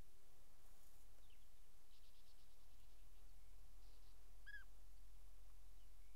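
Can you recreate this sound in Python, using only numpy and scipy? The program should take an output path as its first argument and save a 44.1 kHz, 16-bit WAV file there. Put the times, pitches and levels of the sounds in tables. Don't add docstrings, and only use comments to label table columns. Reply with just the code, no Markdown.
import sys
import numpy as np
from scipy import signal
from scipy.fft import rfft, irfft, next_fast_len
from scipy.io import wavfile
from scipy.ndimage import map_coordinates

SR = 44100
rng = np.random.default_rng(int(sys.argv[2]) if len(sys.argv) > 2 else 0)


def generate_wav(signal):
    frames = np.transpose(np.atleast_2d(signal))
    scaled = np.clip(frames, -1, 1) * 32767
    pcm = np.round(scaled).astype(np.int16)
    wavfile.write(sys.argv[1], SR, pcm)


N = 271215

# time in seconds, pitch in Hz, level in dB.
CALL_ARCH = [(4.461, 1070, -75), (4.465, 1185, -74.5), (4.469, 1550, -68), (4.484, 1663, -57),
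             (4.525, 1656, -57), (4.546, 1695, -54.5), (4.564, 1659, -55), (4.58, 1581, -63.5),
             (4.607, 1582, -63.5), (4.621, 1487, -66.5), (4.632, 1130, -76), (4.64, 960, -76)]
# start in seconds, length in seconds, centre pitch in Hz, relative level in dB.
SLURS = [(.779, 0.054, 3360, -84.5), (1.228, 0.037, 3650, -78.5), (1.299, .013, 3040, -71.5),
         (1.322, .014, 2750, -73), (1.343, .015, 2180, -81), (1.418, .014, 3300, -78),
         (1.558, 0.029, 3680, -86), (1.635, .016, 2960, -85), (2.282, .042, 4350, -77.5),
         (3.292, 0.0091, 4420, -81), (4.968, .02, 4560, -85), (5.769, 0.018, 3840, -89),
         (5.793, 0.046, 3040, -80.5)]
# start in seconds, relative level in dB.
TRILLS = [(3.37, -87), (6.005, -83)]
# start in seconds, level in dB, centre pitch in Hz.
RASPS = [(1.92, -78, 4070), (2.031, -79, 3930), (2.142, -79.5, 3940), (2.256, -80.5, 4280),
         (2.375, -81.5, 4140), (2.484, -86, 4180), (2.585, -86, 4250), (2.685, -85.5, 3700),
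         (2.787, -84.5, 3420), (2.883, -87, 3950), (2.972, -88, 3040), (3.14, -86.5, 3370)]
# start in seconds, length in seconds, level in dB, first and last centre pitch in Hz.
BUZZES = [(3.818, .153, -82, 4820, 4150), (4.022, 0.09, -82, 4530, 4410)]
# time in seconds, firing rate in Hz, level in dB.
ENGINE_FIRING = [(.2, 40.85, -84), (1.1, 40.9, -70), (1.8, 40.68, -76.5), (3, 40.8, -69), (3.8, 41.27, -65),
                 (4.2, 42.1, -67.5), (4.75, 43.06, -66), (5.2, 42.45, -65), (6, 42.4, -67)]
# start in seconds, length in seconds, pitch in Hz, level in dB.
TONES = [(0.014, 0.43, 382, -87), (0.218, .27, 517, -89.5)]
# start in seconds, relative peak level in dB.
CRACKLES = [(.662, -77), (.831, -72), (.868, -69), (2.279, -72), (2.8, -72.5)]
# start in seconds, snap level in dB, knock level in dB, knock centre in Hz.
TICKS = [(1.1853, -67, -79, 550), (5.5, -73, -76, 1130)]
# time in seconds, level in dB.
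BREEZE_LEVEL = [(.1, -84), (.7, -79.5), (1.5, -84), (3.4, -83), (3.9, -81), (4.8, -83), (6.1, -83.5)]
# frequency in Hz, relative spectral density in dB.
DRONE_SPECTRUM = [(30, -31.5), (55, 2.5), (90, -0.5), (125, -4.5), (160, -11), (250, -16), (500, -45)]
LEAF_SPECTRUM = [(1500, -30), (4000, -7), (6300, -2), (6850, 5.5), (7500, -3), (9000, -2), (11000, 2.5),
                 (13200, -1), (15500, -2.5)]
RUMBLE_SPECTRUM = [(6, -7.5), (15, 4.5), (30, 1), (50, -11), (80, -21), (160, -44)]
BREEZE_SPECTRUM = [(80, -14.5), (170, -2), (310, -1.5), (480, .5), (610, -2.5), (760, .5), (900, -4.5),
                   (1120, -3), (1500, -9.5), (3000, -19), (8000, -32.5)]
HISS_SPECTRUM = [(100, -6.5), (1000, -5), (2200, -1), (3500, -1), (4800, -1), (6000, -1), (8000, -2.5),
                 (11500, -2), (15500, -5.5)]
# frequency in Hz, time to decay by 60 dB in seconds.
FIELD_T60 = [(500, 0.17), (3000, 0.37), (10000, 0.031)]


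def bee_eater(jitter=.004, shimmer_db=.5, break_s=4.507, break_db=-33):
    hz, db = curves(CALL_ARCH)
    t = np.arange(N) / SR
    start, end = CALL_ARCH[0][0], CALL_ARCH[-1][0]
    phase = phase_of(hz * (1 + jitter * wobble(500)))
    second = np.sin(2 * phase) / (1 + (2300 / (2 * hz)) ** 10)
    third = amp(-3) * np.sin(3 * phase) / (1 + (4600 / (3 * hz)) ** 20)
    fourth = amp(-21) * np.sin(4 * phase)
    overtone_db = -71 + .4 * (db - db.max()) - 44 * np.clip(t - start, 0, end - start)
    voice = amp(db) * np.sin(phase) + amp(overtone_db) * (second + third + fourth)
    catch = amp(break_db * gate(t - break_s, length=.026, edge=.01))
    envelope = gate(t - start, end - start, edge=.00062) * catch
    return np.sqrt(2) * voice * envelope * amp(shimmer_db * wobble(300))


def slurs(fall_hz=330, trill_hz=66, full_trill_s=.067, jitter=.04):
    out = np.zeros(N)
    falling = [(s, length, hz + fall_hz / 2, hz - fall_hz / 2, db) for s, length, hz, db in SLURS]
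    rising = [(s, .17, 2220, 2350, db) for s, db in TRILLS]
    for s, length, start_hz, end_hz, db in falling + rising:
        t = np.arange(int(length * SR)) / SR
        depth = min(length / full_trill_s, 1)
        hz = np.linspace(start_hz, end_hz, len(t)) * (1 + jitter * depth * wobble(460)[:len(t)])
        trill = 1 - depth * abs(np.sin(np.pi * trill_hz * t))
        envelope = amp(db) * gate(t, length, edge=.0011) * trill
        add(out, s, np.sqrt(2) * envelope * np.sin(phase_of(hz)))
    return out


def chip(hz, length, fall=.14):
    u = np.linspace(-.5, .5, max(int(length * SR), 8))
    phase = phase_of(hz * (1 - fall * u)) + rng.uniform(0, 2 * np.pi)
    return np.cos(np.pi * u) ** 2 * np.sin(phase)


def rasps(burst_s=.075, puff_rate_hz=600, rise=.22, spread=.21, chip_s=.007):
    out = np.zeros(N)
    t = np.arange(int(burst_s * SR)) / SR
    loudest_db = max(db for s, db, hz in RASPS)
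    for s, db, centre_hz in RASPS:
        burst = np.zeros(len(t))
        for at in np.arange(0, burst_s, 1 / puff_rate_hz):
            rising_hz = centre_hz * (1 + rise * (at / burst_s - .5))
            for side in (-1, 1):
                hz = np.clip(rising_hz * np.exp(spread * side * abs(rng.normal())), 2750, 5300)
                add(burst, at + rng.random() / puff_rate_hz, chip(hz, length=.0033))
        add(out, s, amp(db) * unit(burst * gate(t, burst_s, edge=.015)))
        chip_gain = amp(-72 + 2.2 * (db - loudest_db))
        for offset_s, hz in ((-.008, 3920), (.005, 3096.8)):
            add(out, s + offset_s - chip_s / 2, chip_gain * chip(hz, chip_s))
    return out


def buzzes(rate_hz=134, step=.085, scatter=.033, chip_s=.0095, noise_share=.59):
    out = np.zeros(N)
    turbulence = noise([(1500, -40), (2700, -5), (3400, -5), (4100, 0),
                        (5100, -3), (5800, -4), (7000, -42)])
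    for s, length, db, start_hz, end_hz in BUZZES:
        t = np.arange(int((length + chip_s) * SR)) / SR
        train = np.zeros(len(t))
        for k, at in enumerate(np.arange(0, length, 1 / rate_hz)):
            centre_hz = start_hz + (end_hz - start_hz) * at / length
            hz = centre_hz * (1 + step * (-1) ** k + scatter * rng.normal())
            add(train, at + rng.normal(0, .00059), amp(rng.normal(0, 1.5)) * chip(hz, chip_s))
        breath = turbulence[round(s * SR):][:len(t)] * abs(np.sin(np.pi * rate_hz * t))
        buzz = np.sqrt(1 - noise_share) * unit(train) + np.sqrt(noise_share) * unit(breath)
        add(out, s, amp(db) * buzz)
    return out


def echoes(x):
    hz, t, spectra = signal.stft(rng.standard_normal(SR // 2), SR, nperseg=256)
    decay = amp(-60 * t / along(FIELD_T60, hz)[:, None])
    tail = signal.istft(spectra * decay, SR, nperseg=256)[1]
    return signal.fftconvolve(x, tail / np.linalg.norm(tail))[:N]


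def engine(second_db=-21, third_db=-28, drone_db=-81):
    hz, db = curves(ENGINE_FIRING)
    phase = phase_of(hz * (1 + .004 * wobble(4.6)))
    second = amp(second_db + 1.8 * wobble(2.5)) * np.sin(2 * phase)
    third = amp(third_db + 2.3 * wobble(4.2)) * np.sin(3 * phase)
    drone = amp(drone_db + wobble(4)) * noise(DRONE_SPECTRUM)
    return np.sqrt(2) * amp(db) * (np.sin(phase) + second + third) + drone


def faint_tones(waver=.0035):
    out, t = np.zeros(N), np.arange(N) / SR
    for s, length, hz, db in TONES:
        phase = phase_of(hz * (1 + waver * wobble(11)))
        out += np.sqrt(2) * amp(db) * gate(t - s, length, edge=.063) * np.sin(phase)
    return out


def rustle(start_s=.59, length_s=.485, swell_db_per_s=6.5, grain_db=2, crackle_t60_s=.049):
    since = np.clip(np.arange(N) / SR - start_s, 0, length_s)
    friction_db = -82 + swell_db_per_s * since + grain_db * wobble(400)
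    envelope = gate(since, length_s, edge=.06) * amp(friction_db)
    t = np.arange(SR // 10) / SR
    for s, db in CRACKLES:
        add(envelope, s, amp(db - 2 - 60 * t / crackle_t60_s))
    return envelope * noise(LEAF_SPECTRUM)


def ticks(snap_t60_s=.011, knock_t60_s=.05, band_ratio=1.14):
    snap_envelope, knocks = np.zeros(N), np.zeros(N)
    t = np.arange(SR // 10) / SR
    for s, snap_db, knock_db, hz in TICKS:
        add(snap_envelope, s, amp(snap_db - 60 * t / snap_t60_s))
        body = noise([(hz / 2, -20), (hz / band_ratio, -6), (hz, 0),
                      (hz * band_ratio, -6), (hz * 2, -20), (hz * 10, -60)])
        add(knocks, s, amp(knock_db - 60 * t / knock_t60_s) * body[:len(t)])
    return knocks + snap_envelope * noise([(300, 6), (2300, 4), (4000, -2), (7000, 0), (14000, -8)])


def wind(rumble_db=-69.5, rumble_db_per_s=-1.07):
    rumble = amp(rumble_db + rumble_db_per_s * np.arange(N) / SR) * noise(RUMBLE_SPECTRUM)
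    breeze_db, = curves(BREEZE_LEVEL)
    return rumble + amp(breeze_db + .67 * wobble(10)) * noise(BREEZE_SPECTRUM)


def microphone_hiss(level_db=-79.5):
    return amp(level_db) * noise(HISS_SPECTRUM)


def amp(db):
    return 10 ** (np.asarray(db) / 20)


def unit(x):
    return x / np.sqrt(np.mean(x ** 2) + 1e-20)


def along(points, hz):
    freqs, values = np.transpose(points)
    return np.interp(np.log(hz + 1), np.log(freqs + 1), values)


def curves(rows):
    times, *columns = np.transpose(rows)
    return [np.interp(np.arange(N) / SR, times, column) for column in columns]


def wobble(rate):
    knots = rng.standard_normal(int(N * rate / SR) + 4)
    return map_coordinates(knots, [np.arange(N) * rate / SR])


def filtered(x, response):
    size = next_fast_len(N + SR // 2)
    return irfft(rfft(x, size) * response(np.fft.rfftfreq(size, 1 / SR)), size)[:N]


def noise(spectrum):
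    return unit(filtered(rng.standard_normal(N), lambda hz: amp(along(spectrum, hz))))


def phase_of(hz):
    return 2 * np.pi * np.cumsum(hz) / SR


def gate(t, length, edge):
    return np.sin(np.pi / 2 * np.clip(np.minimum(t, length - t) / edge, 0, 1)) ** 2


def add(out, s, x):
    part = out[max(round(s * SR), 0):][:len(x)]
    part += x[:len(part)]


def scene(near_echo_db=-30, far_echo_db=-13):
    near = bee_eater()
    far = slurs() + rasps() + buzzes()
    birds = near + far + echoes(amp(near_echo_db) * near + amp(far_echo_db) * far)
    return (birds + engine() + faint_tones() + wind() + microphone_hiss() + rustle() + ticks())[None]


def record(dry, band_limit_hz=15730, dc_offset=-.0036):
    return filtered(dry[0], lambda hz: hz < band_limit_hz)[None] + dc_offset


dry = scene()
out = record(dry)
generate_wav(out)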